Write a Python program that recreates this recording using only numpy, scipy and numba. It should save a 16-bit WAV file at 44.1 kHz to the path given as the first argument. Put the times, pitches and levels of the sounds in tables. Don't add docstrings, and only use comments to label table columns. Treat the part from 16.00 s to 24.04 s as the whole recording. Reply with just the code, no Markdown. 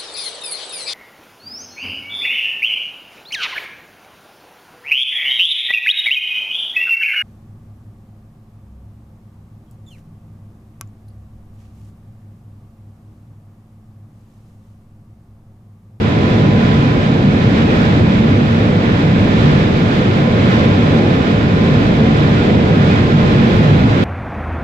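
import sys
import numpy as np
from scipy import signal
from scipy.fft import rfft, irfft, next_fast_len
from scipy.io import wavfile
from scipy.ndimage import uniform_filter1d
from numba import njit

SR = 44100
rng = np.random.default_rng(int(sys.argv[2]) if len(sys.argv) > 2 else 0)


def generate_wav(sig):
    pcm = np.round(np.clip(np.atleast_2d(sig).T, -1, 1) * 32767).astype(np.int16)
    wavfile.write(sys.argv[1], SR, pcm)


def gain_from_decibels(decibels):
    exponent = np.asarray(decibels, float) / 20
    return 10 ** exponent


N = 354563
TIME = np.arange(N) / SR
SIZE = next_fast_len(N)
HZ = np.maximum(np.arange(SIZE // 2 + 1) * SR / SIZE, 1)


def shape(points, beyond=None):
    hz, value = np.transpose(points)
    return np.interp(np.log(HZ), np.log(hz), value, beyond, beyond)


def walk(rate_hz):
    k = int(SR / rate_hz)
    steps = np.repeat(rng.standard_normal(N // k + 1), k)
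    return 0.72 * uniform_filter1d(uniform_filter1d(steps, k), k)[:N]


def bumps(centre_s, length_s, height):
    return height @ np.exp(-(2 * (TIME - centre_s[:, None]) / length_s[:, None]) ** 2)


def body(cab):
    # f/Hz, density/dB per Hz
    boom_colour = [(18, -27), (44, -17), (73, -10.5), (89, -2.5), (130, -3), (200, -3.5), (250, -5.5),
                   (290, -8), (330, -15), (420, -30), (700, -70)]
    # f/Hz, density/dB per Hz
    panel_colour = [(150, -48), (220, -26.5), (320, -1.5), (450, -2), (600, -6.5), (800, -11.5),
                    (1000, -16.5), (1400, -56), (2500, -73.5)]
    # f/Hz, likeness/0-1
    alike = [(25, .95), (60, .96), (130, .985), (215, .98), (300, .93), (390, .6), (480, .6), (560, .4),
             (650, .2), (800, .1), (1200, 0)]
    likeness = shape(alike)
    gust_db, shake_db = sway()
    slots_per_beam, joint_db, joint_turns = 288, 0.2, 0.33
    beams = np.cumsum(slot_hz()) / SR / slots_per_beam
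    throb_db = joint_db * np.cos(2 * np.pi * (beams - joint_turns))
    boom_db = -15 + shake_db + throb_db
    panel_db = -23.5 + 0.97 * gust_db + 0.9 * walk(7) + 0.37 * walk(4.9)
    booms = field(boom_colour, likeness, 0.18, cab) * gain_from_decibels(boom_db)
    panels = field(panel_colour, likeness, 0.11, cab) * gain_from_decibels(panel_db)
    return booms + panels


def air(cab):
    # f/Hz, density/dB per Hz
    rush_colour = [(300, -50), (500, -20), (800, -6), (1080, -.6), (1500, -1.2), (2100, -3.6), (2540, -5),
                   (2690, -7.3), (3500, -8.6), (4000, -11.7), (4300, -15.5), (5500, -22.5), (8000, -33.5),
                   (9000, -48)]
    # f/Hz, density/dB per Hz
    leak_colour = [(5000, -40.5), (7000, -21.5), (9000, -5.5), (10000, -7), (12500, -4), (14000, -5),
                   (14400, -3), (14850, -0.5), (15400, -4), (17000, -6.5)]
    # f/Hz, likeness/0-1, left lag/rad
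    sideways = [(400, .5, .9), (900, .5, 2.4), (1150, .5, 2.9), (1420, .64, 3.2), (1700, .4, 3.8),
                (2410, .42, 5.6), (2840, .3, 8.8), (3100, .26, 9.3), (3800, .22, 12), (4500, .15, 16.5),
                (6000, .12, 22.5), (16000, .05, 40)]
    # centre/s, length/s, leak lift/dB
    puffs = [
        (3.85, .4, 1.5),
        (7.62, .3, 3),
    ]
    hz, likeness, lag_rad = np.transpose(sideways)
    likeness = shape(np.transpose([hz, likeness]))
    lag_rad = shape(np.transpose([hz, lag_rad]))
    gust_db = sway()[0]
    flutter_db = 0.7 * walk(14) + 0.8 * walk(10)
    rush_db = -31 + gust_db + 0.6 * walk(25) + flutter_db
    leak_db = -68 + 1.1 * gust_db + bumps(*np.transpose(puffs)) + 0.9 * walk(30) + flutter_db
    out = field(leak_colour, likeness, lag_rad, cab) * gain_from_decibels(leak_db)
    rush = rfft(field(rush_colour, likeness, lag_rad, cab), SIZE)
    above_1700 = 1 / (1 + (1700 / HZ) ** 6)
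    above_3600 = 1 / (1 + (3600 / HZ) ** 6)
    for band in (1 - above_1700, above_1700 - above_3600, above_3600):
        out = out + irfft(rush * band, SIZE)[:, :N] * gain_from_decibels(rush_db + 0.5 * walk(13))
    return out


def whine():
    # centre/s, length/s, level/dB, left minus right/dB, left lead/rad
    swells = [
        (.5, 1.2, -40, -2, .6),
        (1.55, .8, -45.5, 4, .5),
        (3.1, .5, -51, 8, 1.4),
        (4.62, .85, -40, 3, .1),
        (5.6, .6, -44, 2, .1),
        (6.15, .35, -43, 3, .1),
        (7.0, .5, -45, 2, 1.0),
        (7.65, .9, -39.5, -1, 2.8),
    ]
    centre_s, length_s, level_db, pan_db, lead_rad = np.transpose(swells)
    swell = gain_from_decibels(-52) + bumps(centre_s, length_s, gain_from_decibels(level_db))
    pan_db = np.interp(TIME, centre_s, pan_db)
    lead_rad = np.interp(TIME, centre_s, lead_rad)
    phase = 2 * np.pi * np.cumsum(slot_hz() + 3.5 * walk(12)) / SR
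    flicker_db = 3 * np.array([walk(8), walk(8)])
    port_gain = gain_from_decibels(np.array([pan_db, -pan_db]) / 2 + flicker_db)
    return np.sqrt(2) * swell * port_gain * np.sin(phase + np.array([lead_rad, 0 * lead_rad]))


def ticks():
    # t/s, peak/dB
    creaks = [
        (6.7695, -42),
        (4.95, -47),
        (3.21, -48),
        (6.3, -48),
        (3.98, -47),
    ]
    swell = 0
    for start_s, peak_db in creaks:
        decay = np.exp(-np.maximum(TIME - start_s, 0) / 0.015)
        swell = swell + gain_from_decibels(peak_db) * decay * (TIME >= start_s)
    band = signal.butter(4, [9500, 14500], "band", fs=SR, output="sos")
    return 0.5 * swell * signal.sosfilt(band, rng.standard_normal((2, N)))


def sway():
    # centre/s, length/s, air lift/dB, boom lift/dB
    sways = [(.6, 0.76, 1.5, 2.5), (1.3, 0.22, -0.5, 1), (1.797, 0.87, 2, 2.5), (2.198, .3, -0.3, 1),
             (2.9, 0.64, 0.5, 0), (3.3, 0.34, 1, 2.5), (3.52, 0.22, 2.5, 3), (3.95, .25, 0.5, -0.5),
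             (4.598, 0.41, 3, 2.5), (4.93, 0.15, 2, 1.5), (5.75, 0.26, 1, 1.5), (6.2, 0.55, 1.5, 1),
             (6.6, .3, 0.5, 2.5), (6.88, .4, 2, 1), (7.297, .4, 0.5, 1.5), (7.65, 0.62, 2, 1.5),
             (7.85, 0.1, -0.5, 3)]
    centre_s, length_s, air_db, boom_db = np.transpose(sways)
    gust_db = 0.1535 * TIME + bumps(centre_s, length_s, air_db)
    shake_db = 0.19 * TIME + bumps(centre_s, length_s, boom_db)
    return gust_db, shake_db


def slot_hz():
    # t/s, f/Hz
    slot_rate = [(0, 1001), (2, 1011), (4.5, 1016), (6.2, 1026), (8.04, 1040)]
    return np.interp(TIME, *np.transpose(slot_rate))


def field(colour, likeness, lag_rad, cab):
    shared, own = np.exp(2j * np.pi * rng.random((2, len(HZ))))
    left = likeness * shared * np.exp(-1j * lag_rad) + np.sqrt(1 - likeness ** 2) * own
    spectrum = np.array([left, shared]) * gain_from_decibels(shape(colour, beyond=-150) + cab)
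    pair = irfft(spectrum, SIZE)[:, :N]
    return pair / np.sqrt(np.mean(pair.mean(axis=0) ** 2))


def cab_db():
    # f/Hz, width/Hz, level/dB
    low_modes = [(31, 8, 10), (63, 9, 4.5), (75, 8, -1.5), (108, 16, 4.5), (131, 10, -2.5), (147, 13, 7),
                 (160, 8, -1.5), (172, 12, 3), (185, 8, -1.5), (197, 11, 5.5), (209, 9, -4), (228, 11, 8.5),
                 (262, 8, -1.5), (271, 10, 3.5), (299, 10, 3), (315, 8, 2), (327, 10, -4), (353, 18, 3.5),
                 (396, 10, 3), (410, 12, -3), (433, 8, 2), (444, 8, -3), (503, 8, 2.5), (518, 14, -2.5),
                 (555, 10, -2)]
    # f/Hz, width/Hz, left/dB, right/dB
    high_modes = [(333, 14, -1.5, -2.0), (382, 40, 0.0, -4.5), (441, 24, 2.0, 1.5), (495, 40, -1.0, 2.0),
                  (570, 14, 2.0, -0.5), (608, 14, -1.0, 2.5), (672, 24, 0.5, -2.0), (942, 70, -2.0, -2.5),
                  (1076, 24, -0.5, 2.5), (1141, 40, -1.5, -1.5), (1195, 24, 2.0, -1.0),
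                  (1335, 24, -2.0, 0.0), (1437, 24, 1.0, 2.5), (1491, 40, 1.0, -1.0), (1614, 40, -2.0, 1.0),
                  (1684, 40, -0.5, -2.0), (1765, 40, 2.5, 1.0), (1841, 40, -2.0, 0.0),
                  (1948, 40, 1.5, -0.5), (2266, 40, -1.5, 1.5), (2320, 40, -2.0, -1.5),
                  (2384, 40, 1.5, -1.5), (2460, 70, 1.0, 1.5), (2718, 70, -1.0, -0.5), (3628, 70, 0.0, 1.5),
                  (3762, 70, 1.0, -1.5)]
    # f/Hz, left minus right/dB
    ports = [(30, .6), (60, -.8), (200, -1.2), (360, .5), (550, -2), (800, -3.2), (1400, -3.5),
             (2000, -2.7), (3500, -3.6), (4900, -6.5), (6200, -2.8), (8200, -3.6), (11500, 3.4),
             (15000, -.3)]

    def bell(hz, width_hz):
        return 1 / (1 + (2 * (HZ - hz) / width_hz) ** 2)

    low_db = sum(db * bell(hz, width) for hz, width, db in low_modes)
    high_db = sum(np.array([[left], [right]]) * bell(hz, width) for hz, width, left, right in high_modes)
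    crowd = uniform_filter1d(uniform_filter1d(rng.standard_normal((2, len(HZ))), 120), 120)
    ripple_db = 0.9 * crowd / crowd.std() * (HZ > 500)
    port_db = shape(ports) * np.array([[0.5], [-0.5]])
    return low_db + 1.25 * high_db + ripple_db + port_db


def scene():
    cab = cab_db()
    return body(cab) + air(cab) + whine() + ticks()


@njit
def follow(x, attack, release):
    out, e = np.empty(len(x)), .3
    for i in range(len(x)):
        e += (x[i] - e) * (attack if x[i] > e else release)
        out[i] = e
    return out


def roll_off(x):
    return signal.sosfilt(signal.butter(12, 16380, fs=SR, output="sos"), x)


def record(dry):
    attack_s, release_s, ahead = 0.0039, 0.017, 100
    fade_in_s, fade_out_s = 0.013, 0.002
    loud = follow(np.abs(dry).max(axis=0), 1 / (attack_s * SR), 1 / (release_s * SR))
    gain = (0.5 / np.maximum(loud, 0.3)) ** 0.35
    gain = uniform_filter1d(uniform_filter1d(gain, 200), 200)
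    gain = np.append(gain[ahead:], np.full(ahead, gain[-1]))
    fade_in = np.minimum(0.5 + TIME / fade_in_s / 2, 1)
    held = dry * gain * gain_from_decibels(0.71) * fade_in
    rounded = held / (1 + (np.abs(held) / 1.05) ** 6) ** (1 / 6)
    low_pass = signal.ellip(12, 0.1, 45, 15745, fs=SR, output="sos")
    mix = signal.sosfiltfilt(low_pass, rounded)
    mix = mix * np.minimum((TIME[-1] - TIME) / fade_out_s, 1)
    return roll_off(mix)


dry = scene()
out = record(dry)
generate_wav(out)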